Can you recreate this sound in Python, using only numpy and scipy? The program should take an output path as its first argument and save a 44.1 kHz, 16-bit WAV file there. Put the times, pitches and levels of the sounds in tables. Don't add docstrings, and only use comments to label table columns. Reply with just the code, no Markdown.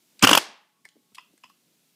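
import sys
import numpy as np
from scipy import signal
from scipy.fft import rfft, irfft, next_fast_len
from scipy.io import wavfile
from scipy.ndimage import map_coordinates

SR = 44100
rng = np.random.default_rng(int(sys.argv[2]) if len(sys.argv) > 2 else 0)


def ratio(d):
    e = np.asarray(d, float) / 20
    return 10 ** e


def master(y):
    cut = np.clip(np.atleast_2d(y).T, -1, 1)
    pcm = np.round(cut * 32767)
    wavfile.write(sys.argv[1], SR, pcm.astype(np.int16))


N = 85995
T = np.arange(N) / SR


def unit(x):
    return x / np.sqrt(np.mean(x ** 2) + 1e-20)


def along(points, hz):
    f, v = np.transpose(points)
    return np.interp(np.log(hz + 1), np.log(f + 1), v)


def filtered(x, response):
    m = next_fast_len(len(x) + SR // 4)
    return irfft(rfft(x, m) * response(np.fft.rfftfreq(m, 1 / SR)), m)[:len(x)]


def coloured(x, points):
    return filtered(x, lambda f: ratio(along(points, f)))


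def highpass(x, hz, order):
    return filtered(x, lambda f: (1j * f / (hz + 1j * f)) ** order)


def lowpass(x, hz):
    return filtered(x, lambda f: 1 / (1 + 1j * f / hz) ** 2)


def peaks(table, shift=1):
    def response(f):
        total = 0
        for k, (hz, width, db) in enumerate(table):
            drive = 1j * f * width
            total = total + (-1) ** k * ratio(db) * drive / ((hz * shift) ** 2 - f * f + drive)
        return total
    return response


def add(out, s, x):
    part = out[round(s * SR):][:len(x)]
    part += x[:len(part)]


def level_track(points):
    s, db = np.transpose(points)
    return np.interp(T, s, db, left=-120, right=-120)


def ring(hz, t60):
    t = np.arange(SR // 10) / SR
    return np.sin(2 * np.pi * hz * t) * ratio(-60 * t / t60)


def contacts(size, per_s, spread_db):
    chance, side, force = rng.random((size, 3)).T
    knocks = (chance < per_s / SR) * np.sign(side - .5)
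    return unit(knocks * ratio(-spread_db * np.log(force + .01)))


def rattle(length, rise, t60, per_s, table, shift=1, fade_db=0, first=0):
    t = np.arange(SR // 10) / SR
    fall = ratio(-fade_db * t - 60 * np.clip(t - length, 0, 1) / t60)
    hits = contacts(len(t), per_s, 2.4) * np.clip(t / rise, 0, 1) * fall
    hits[round(rise * SR)] += first
    x = filtered(hits, peaks(table, shift))
    return x / (np.std(x[t < length + .002]) + 1e-9)


def hits(rows, modes):
    out = np.zeros(N)
    for s, db, length, shift in rows:
        first = 5 * (length < .005)
        add(out, s, ratio(db) * rattle(length, .00039, .011, 5000, modes, shift, first=first))
    return out


# start_s, slam_lag_s, rattle_s
STROKE_TIMES = [
    (.2335, .0003, .003),
    (.2362, .0022, .004),
    (.2447, .0016, .0025),
    (.2708, .0012, .004),
    (.2911, .0012, .0035),
    (.3124, .0004, .002),
    (.3303, .0001, .008),
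    (.3496, .001, .003),
    (.3738, .001, .003),
]
# level_db, shell_knock_db
STROKE_FORCES = [
    (-18, -20.5),
    (-10.5, -7.5),
    (-7.5, -21),
    (-8.5, -29),
    (-9.5, -28),
    (-11, -30),
    (-8, -31),
    (-8.5, -30.5),
    (-7.5, -33),
]
# centre_hz, width_hz, level_db
GUN_BODY = [(745, 930, -10), (1404, 580, -5), (2840, 380, -3), (3300, 400, -3), (5370, 500, -11),
            (5950, 900, -12.5), (7240, 790, -13.5), (9960, 1900, -17.5), (11600, 3800, -25)]
PUFF_HZ, PUFF_T60, PUFF_DB = 1063, .0085, 5.5
SLAM_T60, SLAMS_PER_S = .008, 7000


def strokes():
    out = np.zeros(N)
    for (s, lag, length), (db, shell_db) in zip(STROKE_TIMES, STROKE_FORCES):
        tick = ring(2837 * (1 + .01 * rng.standard_normal()), .024)
        puff = ring(PUFF_HZ * (1 + .03 * rng.standard_normal()), PUFF_T60)
        shell = ring(276, .053)
        shift = 1 + .045 * rng.standard_normal()
        slam = rattle(length, .0004, SLAM_T60, SLAMS_PER_S, GUN_BODY, shift, fade_db=1199, first=2.5)
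        add(out, s, ratio(db + PUFF_DB) * puff + ratio(shell_db) * shell)
        add(out, s + lag, ratio(db - 2.5) * tick + ratio(db - 3) * slam)
    return out


# start_s, level_db
REBOUND_HITS = [
    (.2525, -16),
    (.2805, -16.5),
    (.2755, -17.5),
    (.3100, -19),
    (.3165, -18.5),
    (.3400, -22),
    (.3555, -20.5),
    (.3838, -16.5),
]


def rebounds():
    out = np.zeros(N)
    for s, db in REBOUND_HITS:
        slam = rattle(.00071, .0003, SLAM_T60, SLAMS_PER_S, GUN_BODY)
        add(out, s, ratio(db + PUFF_DB) * ring(1.4 * PUFF_HZ, PUFF_T60) + ratio(db - 6) * slam)
    return out


# start_s, pitch_hz, level_db, length_s
INNER_PINGS = [(.2272, 5000, -20, .001), (.2405, 5200, -16, .002), (.2503, 14500, -25, .001),
               (.2768, 14500, -27, .0008), (.2972, 14600, -27, .0008), (.3088, 6300, -26, .002),
               (.3145, 8200, -24, .001), (.3172, 5000, -23, .001), (.3302, 7500, -23, .001),
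               (.3325, 14500, -32, .001), (.3545, 12500, -22, .002), (.3530, 14300, -32, .003),
               (.3685, 4800, -25, .001), (.3768, 11300, -21, .001), (.3795, 14600, -26, .0008),
               (.3830, 12600, -33, .002)]


def pings():
    out = np.zeros(N)
    for s, hz, db, length in INNER_PINGS:
        add(out, s, ratio(db) * rattle(length, .0003, .008, 12000, [(hz, 340, 0)]))
    return out


# start_s, pitch_hz, t60_s, level_db
RECOIL_KICKS = [
    (.2290, 190, 0.096, -15),
    (.2330, 115, .09, -12.5),
    (.2390, 271.4, 0.068, -13),
    (.3150, 308, 0.08, -12.5),
    (.3120, 530, 0.032, -15),
    (.3745, 510, 0.041, -20),
]


def recoil():
    out = np.zeros(N)
    for s, hz, t60, db in RECOIL_KICKS:
        add(out, s, ratio(db) * ring(hz, t60))
    return out


# pitch_hz, level_db
BLAST_COLOUR = [(60, -59.5), (120, -21), (281, -1.5), (600, -5), (1620, -4.5), (3000, -6.5), (5070, -5),
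                (10000, -11.5), (15500, -21)]


def reports():
    out = np.zeros(N)
    for (s, *_), (db, _) in zip(STROKE_TIMES, STROKE_FORCES):
        add(out, s, ratio(db + 14) * np.ones(1))
    return coloured(out, BLAST_COLOUR)


CATCH_S = .2248
# time_s, level_db
GEAR_LOAD = [(0.212, -61), (0.2229, -40.5), (0.2255, -15.5), (0.237, -12), (.252, -18), (.260, -32.5),
             (.268, -29.5), (.285, -21.5), (.365, -25.5), (.386, -27), (.392, -50.5)]
# pitch_hz, level_db
TOOTH_COLOUR = [(70, -32), (130, 0.5), (1680, -2.5), (3020, 1), (3880, -12.5), (4810, -4), (5600, -10.5),
                (12300, -16), (15800, -25)]


def gear_teeth():
    out = unit(coloured(contacts(N, 12000, 3), TOOTH_COLOUR)) * ratio(level_track(GEAR_LOAD))
    return np.where(T < CATCH_S - .001, lowpass(out, 3500), out)


def pinion_catch():
    out = np.zeros(N)
    add(out, CATCH_S, ratio(-19) * rattle(.002, .0005, .0068, 9000, [(7500, 600, 0)]))
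    return out


# time_s, pitch_hz, level_db
WIND_UP = [
    (0.208, 1973, -57),
    (.218, 2459, -44.5),
    (0.2237, 3300, -26),
    (0.226, 3421, -43),
]


def motor_whine():
    s, hz, db = np.transpose(WIND_UP)
    phase = 2 * np.pi * np.cumsum(np.interp(T, s, hz)) / SR
    return np.sin(phase) * ratio(level_track(np.transpose([s, db])))


# start_s, level_db, rattle_s, pitch_factor
TRIGGER_CLICKS = [
    (.1935, -43.5, 0.0018, 0.985),
    (.1975, -53.5, .003, 0.59),
    (.2115, -50.5, .002, 0.495),
]
# centre_hz, width_hz, level_db
TRIGGER_MODES = [(2600, 280, 0.5), (3600, 740, -4.5), (5015, 1100, -5.5), (8200, 500, -6.5)]


def trigger():
    return hits(TRIGGER_CLICKS, TRIGGER_MODES)


# start_s, level_db, rattle_s, pitch_factor
CASE_BOUNCES = [
    (1.1822, -37.5, 0.003, 0.99),
    (1.1915, -52, .005, 1),
    (1.2040, -64, .008, 0.99),
    (1.4360, -45.5, 0.003, 1),
    (1.4412, -47, 0.003, 0.99),
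    (1.4490, -59, .002, 1),
    (1.4555, -59, .003, 1.02),
    (1.4625, -61, .002, 1.05),
]
# centre_hz, width_hz, level_db
CASE_MODES = [(1030, 100, 0), (2020, 100, -5), (2600, 170, -2), (3400, 900, -19), (5030, 200, -12),
              (7650, 900, -30)]


def case_clicks():
    return hits(CASE_BOUNCES, CASE_MODES)


# start_s, level_db, rattle_s, pitch_factor
PANEL_BOUNCES = [
    (.8522, -43.5, 0.002, 1),
    (.8572, -50, .001, 1),
    (.8630, -60, .002, 1),
    (1.3770, -66.5, .002, 0.97),
]
# centre_hz, width_hz, level_db
PANEL_MODES = [(420, 100, -17), (800, 250, -14), (1740, 90, -1), (2170, 90, 0), (4600, 1200, -23),
               (8800, 900, -23)]


def panel_clicks():
    return hits(PANEL_BOUNCES, PANEL_MODES)


# start_s, level_db, rattle_s, pitch_factor
TOCK_BOUNCES = [
    (1.4990, -57.5, .003, 1),
    (1.5035, -63, .003, 1),
    (1.1200, -73, .003, 1.15),
    (.7550, -77, .045, .99),
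]
# centre_hz, width_hz, level_db
TOCK_MODES = [(1115, 60, 0), (2800, 500, -22), (5200, 500, -22)]


def tocks():
    return hits(TOCK_BOUNCES, TOCK_MODES)


# start_s, level_db, rattle_s, pitch_factor
TICK_HITS = [(.8510, -56, 0.00622, 1.69), (.8885, -52.5, 0.00088, 0.836), (.8915, -64, .003, .85),
             (1.1470, -48.5, 0.01026, 0.998), (1.1820, -57, 0.0028, 1.164), (1.2070, -64, .004, 0.836),
             (1.3320, -69.5, 0.0025, 2.2), (1.3780, -61, 0.00135, 0.853), (1.4360, -61.5, 0.0014, 1.035),
             (1.4540, -70, 0.0041, 1.1), (1.4955, -64.5, 0.007, 1.12)]
# centre_hz, width_hz, level_db
TICK_MODES = [(2980, 1340, -0.5), (4975, 1600, -1.5), (7715, 926, -3), (10940, 1490, -6)]


def ticks():
    return hits(TICK_HITS, TICK_MODES)


# start_s, level_db, rattle_s, pitch_factor
THUD_HITS = [(.4800, -54.5, 0.0205, 0.69), (.7200, -84, 0.022, 0.55), (.9545, -54, 0.0029, 1.06),
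             (.9650, -49.5, 0.0018, 0.937), (.9920, -60.5, 0.00536, 1.08), (1.0150, -66, .02, 0.746),
             (1.0700, -73.5, 0.00556, 1.06), (1.1180, -57, 0.012, 0.51), (1.1850, -63.5, 0.00354, 0.95),
             (1.2840, -63, 0.0288, 0.67), (1.3340, -56, 0.0028, 1.353), (1.4370, -61.5, 0.01, 0.853),
             (1.4840, -62, 0.0039, 1.085)]
# centre_hz, width_hz, level_db
BEDDING_MODES = [(240.7, 89, 5), (450, 81, -9.5)]


def thuds():
    return lowpass(highpass(hits(THUD_HITS, BEDDING_MODES), 110, 4), 600)


# end_s, pitch_hz, level_db, length_s
SCRAPE_EVENTS = [
    (.1935, 2500, -60, .008),
    (.8525, 2150, -54, .008),
    (1.1800, 1040, -56, .012),
    (1.1825, 2300, -57, .014),
    (1.4362, 2700, -60, .006),
    (1.5000, 1100, -66, .006),
]


def scrapes():
    out = np.zeros(N)
    for end, hz, db, length in SCRAPE_EVENTS:
        mode = [(hz, 350, 0)]
        rub = rattle(length, length, .011, 12000, mode)
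        add(out, end - length, ratio(db) * filtered(rub, peaks(mode)))
    return out


# pitch_hz, t60_s
ROOM_T60 = [(150, 0.23), (1000, 0.49), (3000, 0.47), (7000, .3), (14000, 0.18)]


def room(x, pieces, scale):
    out = np.zeros(N)
    edges = [0] + [round(s * SR) for s in pieces] + [N]
    for a, b in zip(edges, edges[1:]):
        hz, t, z = signal.stft(rng.standard_normal(SR), SR, nperseg=256)
        fall_db = -60 * t / (scale * along(ROOM_T60, hz)[:, None])
        decay = ratio(fall_db) + ratio(-27.5 + fall_db / 1.5)
        tail = signal.istft(z * decay, SR, nperseg=256)[1]
        echo = signal.fftconvolve(x[a:b], tail / np.linalg.norm(tail))
        add(out, a / SR + .0044, echo)
    return out


def noise(points):
    return unit(coloured(rng.standard_normal(N), points))


def wander(per_s):
    return map_coordinates(rng.standard_normal(40), [T * per_s])


# time_s, level_db
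RECORDER_GAIN = [
    (0, -68.5),
    (.22, -66),
    (0.401, -78.5),
    (0.799, -75),
    (1.2, -71),
    (1.6, -70),
    (1.95, -69),
]
# pitch_hz, level_db
HISS_COLOUR = [(350, -37), (600, -2.5), (1170, -6.5), (1620, -5), (1850, -6.5), (2200, -3), (3770, -1.5),
               (15500, -6)]


def hiss():
    return noise(HISS_COLOUR) * ratio(level_track(RECORDER_GAIN) + 1.5)


# pitch_hz, level_db
RUMBLE_COLOUR = [(35, -45), (70, -24), (110, -14.5), (160, -1.5), (270, -3), (430, -11), (700, -20.5),
                 (1000, -60.5)]


def rumble():
    duck_db = .6 * (level_track(RECORDER_GAIN) - RECORDER_GAIN[-1][1])
    return noise(RUMBLE_COLOUR) * ratio(-74 + 2 * wander(14) + duck_db)


# pitch_hz, rms_db
HUM_TONES = [
    (850, -85.5),
    (1100, -86),
]


def hum():
    out = np.zeros(N)
    for hz, db in HUM_TONES:
        out += ratio(db + 2.5 * wander(18)) * np.sqrt(2) * np.sin(2 * np.pi * hz * T)
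    return out * (T > .46) * (T < 1.13)


# pitch_hz, level_db
FAR_CONTACT_COLOUR = [(300, -3), (1050, -16), (1400, -2), (1750, -14), (2150, -13), (2700, -4), (3500, -2),
                      (8000, -4)]


def scene():
    gun = highpass(strokes() + pings() + rebounds(), 140, 2) + recoil()
    gun += gear_teeth() + motor_whine() + pinion_catch()
    small = trigger() + case_clicks() + panel_clicks() + tocks() + ticks() + thuds() + scrapes()
    near = room(ratio(-28.5) * gun + reports(), [row[0] - .003 for row in STROKE_TIMES], .9913)
    far = room(ratio(-5.5) * coloured(small, FAR_CONTACT_COLOUR), [.5, .87, 1.1, 1.17, 1.3, 1.47], .69)
    return (gun + small + near + far + hiss() + rumble() + hum())[None]


def roll_off(x):
    return signal.sosfilt(signal.butter(12, 16320, fs=SR, output="sos"), x)


def record(dry):
    x = highpass(dry[0], 80, 2)
    x = x / (1 + np.abs(x / .97) ** 6) ** (1 / 6)
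    x = filtered(x, lambda f: 1 / (1 + (f / 15450) ** 80))
    return roll_off(x[None])


dry = scene()
out = record(dry)
master(out)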